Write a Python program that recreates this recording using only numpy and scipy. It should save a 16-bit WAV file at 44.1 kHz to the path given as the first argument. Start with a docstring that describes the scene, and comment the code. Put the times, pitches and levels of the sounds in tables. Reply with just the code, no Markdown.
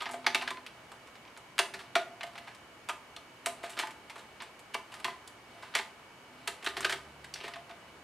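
"""Snapping chocolate on a steel tray

Brittle slabs of chocolate are snapped by hand and dropped, nudged and slid on a steel baking tray.
Each contact is a short volley of tiny cracks that sets the slab, the tray and a hard-walled kitchen sounding.
An appliance whirrs faintly behind in steady tones and filtered noise, with a hum that comes and goes.
A low drone swells near the end, over a steady bed of room noise."""
import sys
import numpy as np
from scipy import signal
from scipy.fft import rfft, irfft
from scipy.io import wavfile
from scipy.ndimage import uniform_filter1d

SR = 44100
rng = np.random.default_rng(int(sys.argv[2]) if len(sys.argv) > 2 else 0)


def file_out(sig):
    """Save sig as 16-bit WAV at sys.argv[1]."""
    # one column per channel
    cols = np.atleast_2d(sig).T
    # limit, then scale
    lim = np.clip(cols, -1, 1)
    pcm = np.round(lim * 32767).astype(np.int16)
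    wavfile.write(sys.argv[1], SR, pcm)


N = 354123

# ringing tones of the steel tray: pitch_hz, level_db (before the tray's band-pass), t60_s (time to fall 60 dB)
TRAY_MODES = [(252, -41, 0.047), (340, -47, 0.11), (389, -38, 0.085), (684, -32, .11), (877, -32.5, 0.069),
              (1025, -34, 0.067), (1225, -33, .1), (1538, -33, 0.058), (1772, -37, 0.045),
              (2028, -35.5, 0.058), (2280, -33.5, 0.052), (2820, -38.5, .05), (3176, -39, 0.04)]
# plate tones of a slab: ratio_to_pitch, level_db (next to the hump at its pitch)
SLAB_MODES = [(.6, -12), (1.45, -9.5), (1.95, -11.5), (2.5, -16.5)]
SLAB_LOW_HZ, SLAB_TOP_HZ = 597, 4290


def contacts():
    """Each contact is a volley of cracks that builds fast and dies, through slab, fracture edge and tray."""
    # snaps and knocks: start_s, slab_peak_db (estimated from loudness), edge_gain_db and tray_gain_db
    # (both on top of the slab's scaling), slab_pitch_hz, volley_ms (decay time, kept within 1 to 30)
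    contact_rows = np.array([(0.004, -30.5, -15, -15, 3030, 13), (0.018, -27, -14, -22, 1070, 16),
                             (0.056, -28.5, -20, -12, 1900, 14), (0.09, -34, -11, -8, 1130, 7.6),
                             (0.111, -40, 1.5, -16, 1950, 12), (0.133, -37, -8.5, -8, 980, 14),
                             (0.142, -39.5, -11, -12.5, 1210, 4.2), (0.244, -35.5, -34, -17, 1018, 5.4),
                             (0.264, -11, -16.5, -17.5, 2100, 6.2), (0.346, -13.5, -11, -17, 2330, 7.8),
                             (0.41, -30, -34, -13, 2190, 17), (0.419, -29, -10, -8.5, 1980, 10),
                             (0.476, -21.5, -15, -19, 1800, 8.8), (0.504, -26.5, -8, -10.5, 1900, 7.2),
                             (0.571, -35.5, -27, -12.5, 1287, 4.4), (0.663, -34, -10.5, -36, 2680, 7),
                             (0.917, -36.5, -9, -18, 1050, 6.5), (1.072, -44.5, -10, -30, 1040, 6.2),
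                             (1.153, -44.5, -10, -25, 2260, 11), (1.251, -45, -18, -12, 2100, 8),
                             (1.276, -46, -25, -10, 2200, 6), (1.365, -42, -25, -12, 1460, 4),
                             (1.373, -45.5, 1, -10.5, 1460, 8), (1.581, -20.5, -9, -37, 1770, 2.6),
                             (1.589, -11.5, -8.5, -20, 1720, 6.8), (1.738, -30, -10.5, -22, 1740, 11.6),
                             (1.79, -37.5, -11.5, -26, 1730, 19), (1.953, -13, -14.5, -15.5, 1550, 8.4),
                             (2.208, -30, -23, -29, 1080, 7.7), (2.231, -28.5, -10.5, -13, 1980, 5.4),
                             (2.265, -44, -8, -9, 2040, 9.4), (2.354, -36.5, -20, -33, 1140, 8.7),
                             (2.378, -34.5, -10.5, -20, 1970, 7.1), (2.471, -36, -19, -24, 1030, 24),
                             (2.547, -45, -3.5, -26, 2070, 7.9), (2.887, -28, -9, -36, 1130, 8),
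                             (2.893, -22, -12, -16, 1230, 5.4), (3.163, -34, -8.5, -17, 3100, 6.1),
                             (3.459, -21, -1, -10.5, 2080, 7.8), (3.630, -34, -8, -9.5, 1680, 30),
                             (3.694, -41, 1.5, -30, 2400, 26), (3.732, -41, -12, -24, 3000, 7.2),
                             (3.768, -31.5, -15, -14.5, 1530, 27), (3.789, -21, -7, -17.5, 1960, 13),
                             (3.827, -29, -25, -7, 1570, 8.2), (3.87, -32.5, -7, -10, 1950, 7.5),
                             (3.906, -40, -7, -18, 1030, 8.6), (4.097, -36.5, -8.5, -15.5, 2210, 12.5),
                             (4.156, -38, -13, -13, 1000, 13), (4.178, -43, -8, -29, 1270, 35),
                             (4.401, -34.5, -23, -16, 2280, 25), (4.42, -35, -6, -16, 1070, 9),
                             (4.592, -47, 2.5, -18, 2260, 6), (4.737, -37, -9, -11, 2200, 8.1),
                             (4.743, -24, -10.5, -10.5, 2600, 4.6), (4.917, -41.5, -6, -9.5, 2770, 22),
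                             (4.939, -36.5, -6, -18, 1720, 14), (4.999, -42.5, -6, -14, 1020, 6.5),
                             (5.044, -21.5, -10, -13.5, 2010, 8.4), (5.074, -35.5, -13, -7, 1680, 31),
                             (5.275, -41.5, 1.5, -16, 3440, 6.1), (5.623, -40.5, -12.5, -10.5, 1650, 35),
                             (5.739, -32.5, -23, -14, 1590, 7.3), (5.750, -16, -8.5, -19, 2050, 15),
                             (5.787, -24, -16, -15, 1780, 7.7), (6.474, -22, -5, -18, 1840, 9.2),
                             (6.625, -38, -10, -18, 2160, 11), (6.644, -31.5, -6.5, -19, 1120, 11),
                             (6.662, -21, -14.5, -16, 1860, 12.8), (6.687, -39, -2, -17, 1800, 11),
                             (6.767, -25, -10.5, -14.5, 1810, 14), (6.806, -28, -2.5, -18.5, 1080, 6.7),
                             (6.826, -32, -17, -16, 1800, 7.9), (6.845, -14.5, -13, -18, 1770, 8),
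                             (6.894, -23, -10, -24, 1800, 17), (6.923, -21.5, -8.5, -19.5, 1900, 9.6),
                             (7.242, -36.5, -7.5, -31, 1780, 10), (7.339, -27, -11, -37, 5200, 3.6),
                             (7.354, -34, -13, -37, 1770, 22), (7.403, -37.5, -25, -16, 2700, 18),
                             (7.435, -34, -13, -13, 2100, 35), (7.479, -32, -13.5, -18, 1080, 5.9),
                             (7.536, -34, -17, -25, 1830, 6.1), (7.557, -36.5, -16, -15.5, 1070, 9.3),
                             (7.694, -42, -18, -11.5, 1190, 12), (7.711, -40, -18, -12, 2090, 3.7)])
    # where the pieces meet the tray decides the tone it favours: from_s, favoured_hz
    spot_rows = [(0, 1225), (.05, 880), (.125, 670), (.2, 880), (.33, 2280), (.4, 1025), (1.5, 387),
                 (1.9, 684), (2.8, 1225), (3.4, 684), (3.75, 1225), (3.81, 877), (4.3, 1025), (5.7, 1990),
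                 (5.77, 877), (6.4, 390), (7.46, 684)]
    spot_lift_db, spot_width_octaves = 10, 0.15
    tray_late_s = 0.007954   # the piece meets the steel just after it cracks
    count, size = len(contact_rows), 4096

    # age counts time in volley decay times
    age = np.arange(size) / SR / np.clip(contact_rows[:, 5:6] / 1000, 1e-3, 0.03)
    volleys = cracks((count, size), per_s=4500, spread_db=3.0) * (1 - np.exp(-age / 0.075))
    # the break runs in slight fits and starts
    splinters = resonate(rng.standard_normal((count, size)), 96, 220)
    fits = from_db(0.51 * rms_one(splinters) * np.minimum(age, 1))
    crumbs = 0.045 * np.exp(-age / 3.6)   # they rattle on after the break
    volleys *= fits * (np.exp(-age) + crumbs)

    # each tray tone is stronger near the favoured one, with some chance
    since, favoured = np.transpose(spot_rows)
    spot_index = np.maximum(np.searchsorted(since, contact_rows[:, :1]) - 1, 0)
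    octaves = np.log2(np.array(TRAY_MODES)[:, 0] / favoured[spot_index])
    lift_db = spot_lift_db * np.exp(-(octaves / spot_width_octaves) ** 2)
    mode_gains = from_db(lift_db + rng.normal(0, 2.56, octaves.shape))
    mode_gains = mode_gains * rng.choice([-1, 1], octaves.shape)   # each tone starts up or down
    odd_shapes = 2 ** rng.normal(0, 0.07, (count, len(SLAB_MODES)))

    direct, pushes = np.zeros(N + size), np.zeros((len(TRAY_MODES), N + size))
    for row, volley, gains, odd_shape in zip(contact_rows, volleys, mode_gains, odd_shapes):
        start_s, peak_db, edge_db, tray_db, pitch_hz, _ = row
        at = slice(round(start_s * SR), round(start_s * SR) + size)
        body = slab(volley, pitch_hz, odd_shape)
        loudest_power = np.max(uniform_filter1d(body ** 2, size=200))
        scale = from_db(peak_db) / np.sqrt(loudest_power * 6)   # a peak is about root 6 times the rms
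        direct[at] += scale * (body + from_db(edge_db) * edge(volley))
        # the tray gets one blow, then a rattle
        blow = np.sqrt(np.sum(volley ** 2)) * (np.arange(size) == 0)
        knock = 0.35 * volley + blow
        pushes[:, at] += scale * from_db(tray_db) * gains[:, None] * knock
    return direct[:N] + tray(lambda k: np.pad(pushes[k], (round(tray_late_s * SR), 0))[:N])


def slab(x, hz, odd_shape):
    """A piece of chocolate: a hump at its pitch and dull plate tones shifted by its odd shape."""
    body = resonate(x, hz, 0.35 * hz)
    for (ratio, db), odd in zip(SLAB_MODES, odd_shape):
        body = body + from_db(db) * resonate(x, hz * ratio * odd, 0.4 * hz * ratio)
    return band(body, SLAB_LOW_HZ, max(SLAB_TOP_HZ, 1.28 * hz))   # small chips reach higher


def edge(x):
    """Crisp top of a fresh fracture: wide high resonances, every second one turned upside down."""
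    # pitch_hz, width_hz, level_db
    edge_rows = [(6230, 6700, -7), (7720, 2920, 0), (11270, 3600, -17.5)]
    modes = sum((-1) ** k * from_db(db) * resonate(x, hz, width) for k, (hz, width, db) in enumerate(edge_rows))
    return band(modes, 5100, 22000)


def tray(drive):
    """Steel sheet damped by chocolate and the worktop: drive(k) sets tone k ringing."""
    modes = sum(from_db(db) * ring(drive(k), hz, t60) for k, (hz, db, t60) in enumerate(TRAY_MODES))
    return band(modes, 257, 3570)


def sliding():
    """A piece pushed over the steel clicks on clumped grit, heard through slab, edge and tray."""
    # pushes: full_force_s, held_s, scrape_level_db
    slide_rows = [(0.0, .45, -59), (.75, 0.22, -63.5), (1.83, .03, -61), (2.37, 0.027, -56),
                  (3.53, 0.094, -59), (3.78, .03, -53.5), (4.0, .45, -65.5), (4.96, 0.062, -56),
                  (5.55, 0.27, -58.5), (6.4, 0.23, -60.5), (6.84, 0.017, -44.5), (7.1, 0.27, -64),
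                  (7.42, 0.028, -51.5), (7.7, 0.2, -64)]
    clumps = rms_one(resonate(rng.standard_normal(N), 12.0, 31))
    grit = cracks(N, per_s=4000, spread_db=2.5) * from_db(2.1 * clumps)
    body = band(grit, SLAB_LOW_HZ, SLAB_TOP_HZ)
    body = body + from_db(-8.0) * edge(grit) + from_db(-1.0) * tray(lambda k: grit)
    return swells(slide_rows, rise_db_per_s=89, fall_db_per_s=91) * rms_one(body)


def kitchen(x):
    """Wall echoes thicken to a noisy tail that dies band by band, partly shared by both channels."""
    # how long the echoes last: pitch_hz, t60_s (time to fall 60 dB)
    echo_times = [(200, 0.65), (1000, 0.29), (4000, 0.26), (12000, 0.34)]
    # left-right likeness of the echoes: pitch_hz, likeness (1 = the same)
    echo_likeness = [(300, 0.99), (1000, 1), (4000, 0.86), (12000, 0.34)]
    size = SR // 2
    t, tail = np.arange(size) / SR, 0
    # the echoes begin after 2 ms and are at full density 5.6 ms later
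    noise = rng.standard_normal((2, size)) * np.clip((t - 0.002) / 0.0056, 0, 1)
    for hz in np.geomspace(150, 14000, 12):
        fade = from_db(-60 * t / at_hz(echo_times, hz))
        mid, side = resonate(noise, hz, 0.45 * hz) * fade
        tail = tail + stereo(mid, side, at_hz(echo_likeness, hz))
    tail = tail / np.sqrt(np.sum(tail[0] ** 2))
    return signal.fftconvolve(x[None], tail, axes=1)[:, :N]


def appliance():
    """Thin steady motor tones and a breathy whistle of air through the fan."""
    # motor tones: pitch_hz, rms_level_db
    whine_rows = [(2256, -67.5), (4511, -82), (6584, -83.5), (6767, -94)]
    whistle_hz, whistle_width_hz, whistle_db = 2940, 110, -71.5
    t = np.arange(N) / SR
    air = rng.standard_normal(N)
    for _ in range(2):   # filtered twice for a narrower whistle
        air = resonate(air, whistle_hz, whistle_width_hz)
    tones = sum(np.sqrt(2) * from_db(db) * np.sin(2 * np.pi * (hz * t + rng.random())) for hz, db in whine_rows)
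    return tones + from_db(whistle_db) * rms_one(air)


def hum():
    """A slightly wavering tone that comes and goes."""
    # swells: full_strength_s, held_s, rms_level_db
    hum_rows = [(.12, 0.37, -58), (3.47, 0.063, -62), (6.33, 0.093, -64)]
    return swells(hum_rows, rise_db_per_s=154, fall_db_per_s=88) * wavering(252, waver_hz=4.0)


def rumble():
    """A low drone climbing like a far engine, with an octave above it that lingers."""
    # swells: full_strength_s, held_s, drone_rms_level_db
    rumble_rows = [(6.8, 0.45, -65.5), (8.0, .1, -69)]
    first_hz, climb_hz_per_s = 70.3, 5.5   # pitch when first at full strength
    octave_db = 1   # next to the drone
    hz = first_hz + climb_hz_per_s * (np.arange(N) / SR - rumble_rows[0][0])
    drone = swells(rumble_rows, rise_db_per_s=60, fall_db_per_s=30) * wavering(hz, waver_hz=3.6)
    octave = swells(rumble_rows, rise_db_per_s=60, fall_db_per_s=15) * wavering(2 * hz, waver_hz=4.8)
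    return drone + from_db(octave_db) * octave


def room_tone():
    """Steady noise shaped by pitch, more alike in both channels at low pitches than at high ones."""
    # colour of the noise: pitch_hz, relative_level_db (per Hz)
    air_rows = [(22, -23), (50, -9.5), (70, -1.5), (92, -5.5), (118, 2), (160, -3), (242, 0), (550, -1),
                (1000, 0), (2600, -6.5), (3050, -6), (3400, -12), (9840, -22), (13000, -27.5), (16000, -34)]
    # left-right likeness of the noise: pitch_hz, likeness (1 = the same)
    air_likeness = [(60, 1), (240, 0.92), (950, 0.74), (3770, 0.028), (15000, 0.42)]
    air_db = -54.5
    hz = np.maximum(np.fft.rfftfreq(N, 1 / SR), 1)
    mid, side = rfft(rng.standard_normal((2, N))) * from_db(at_hz(air_rows, hz))
    return from_db(air_db) * rms_one(irfft(stereo(mid, side, at_hz(air_likeness, hz)), N))


def from_db(db):
    """Decibels to gain."""
    return 10 ** (np.asarray(db) / 20)


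def rms_one(x):
    """Scale to an rms (average strength) of 1."""
    return x / np.sqrt(np.mean(x ** 2) + 1e-20)


def at_hz(points, hz):
    """Read a curve between its points on a log-frequency axis."""
    point_hz, values = np.array(points).T
    return np.interp(np.log(hz), np.log(point_hz), values)


def stereo(mid, side, likeness):
    """Mix two independent noises into left and right channels that are alike by the given amount."""
    alike = np.clip(likeness, 0, 1)
    return np.sqrt(1 + alike) * mid + np.sqrt(1 - alike) * side * [[1], [-1]]


def resonate(x, hz, width_hz):
    """Two-pole resonance, gain about 1 on top."""
    r = np.exp(-np.pi * width_hz / SR)
    w = 2 * np.pi * hz / SR
    return signal.lfilter([(1 - r * r) / 2, 0, (r * r - 1) / 2], [1, -2 * r * np.cos(w), r * r], x)


def ring(x, hz, t60):
    """A unit click sets a dying sine of starting height 1 ringing."""
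    r, w = from_db(-60 / (t60 * SR)), 2 * np.pi * hz / SR
    return signal.lfilter([0, np.sin(w)], [1, -2 * r * np.cos(w), r * r], x + 1e-18)


def cracks(shape, per_s, spread_db):
    """Sparse clicks of uneven size and random sign."""
    sizes = from_db(spread_db * np.minimum(rng.exponential(1, shape), 4)) * rng.choice([-1, 1], shape)
    return sizes * (rng.random(shape) < per_s / SR)


def band(x, low_hz, top_hz):
    """Steep band-pass."""
    return signal.sosfilt(signal.butter(3, [low_hz, top_hz], "band", fs=SR, output="sos"), x)


def wavering(hz, waver_hz):
    """A tone of rms 1 whose pitch wanders at random, about 11 times a second."""
    wander = rms_one(resonate(rng.standard_normal(N), 11, 12))
    return np.sqrt(2) * np.sin(2 * np.pi * np.cumsum(hz + waver_hz * wander) / SR)


def swells(rows, rise_db_per_s, fall_db_per_s):
    """Gain of sounds that rise steadily in dB, hold and fade; their powers add."""
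    t = np.arange(N) / SR
    power = 0
    for full_s, held_s, db in rows:
        before, after = np.maximum(full_s - t, 0), np.maximum(t - full_s - held_s, 0)
        power = power + from_db(db - rise_db_per_s * before - fall_db_per_s * after) ** 2
    return np.sqrt(power)


def scene():
    """Hands at the tray in the kitchen's echoes and air, a little right of centre, with the machine sounds."""
    hands = contacts() + sliding()
    kitchen_db = -8.5
    room = hands + from_db(kitchen_db) * kitchen(hands) + room_tone()
    return room * from_db([[-0.3], [0.3]]) + appliance() + hum() + rumble()


def record(dry):
    """The treble is cut steeply: 60 dB down from 16.5 kHz up."""
    return signal.sosfilt(signal.cheby2(12, 60, 16500, fs=SR, output="sos"), dry)


dry = scene()
out = record(dry)
file_out(out)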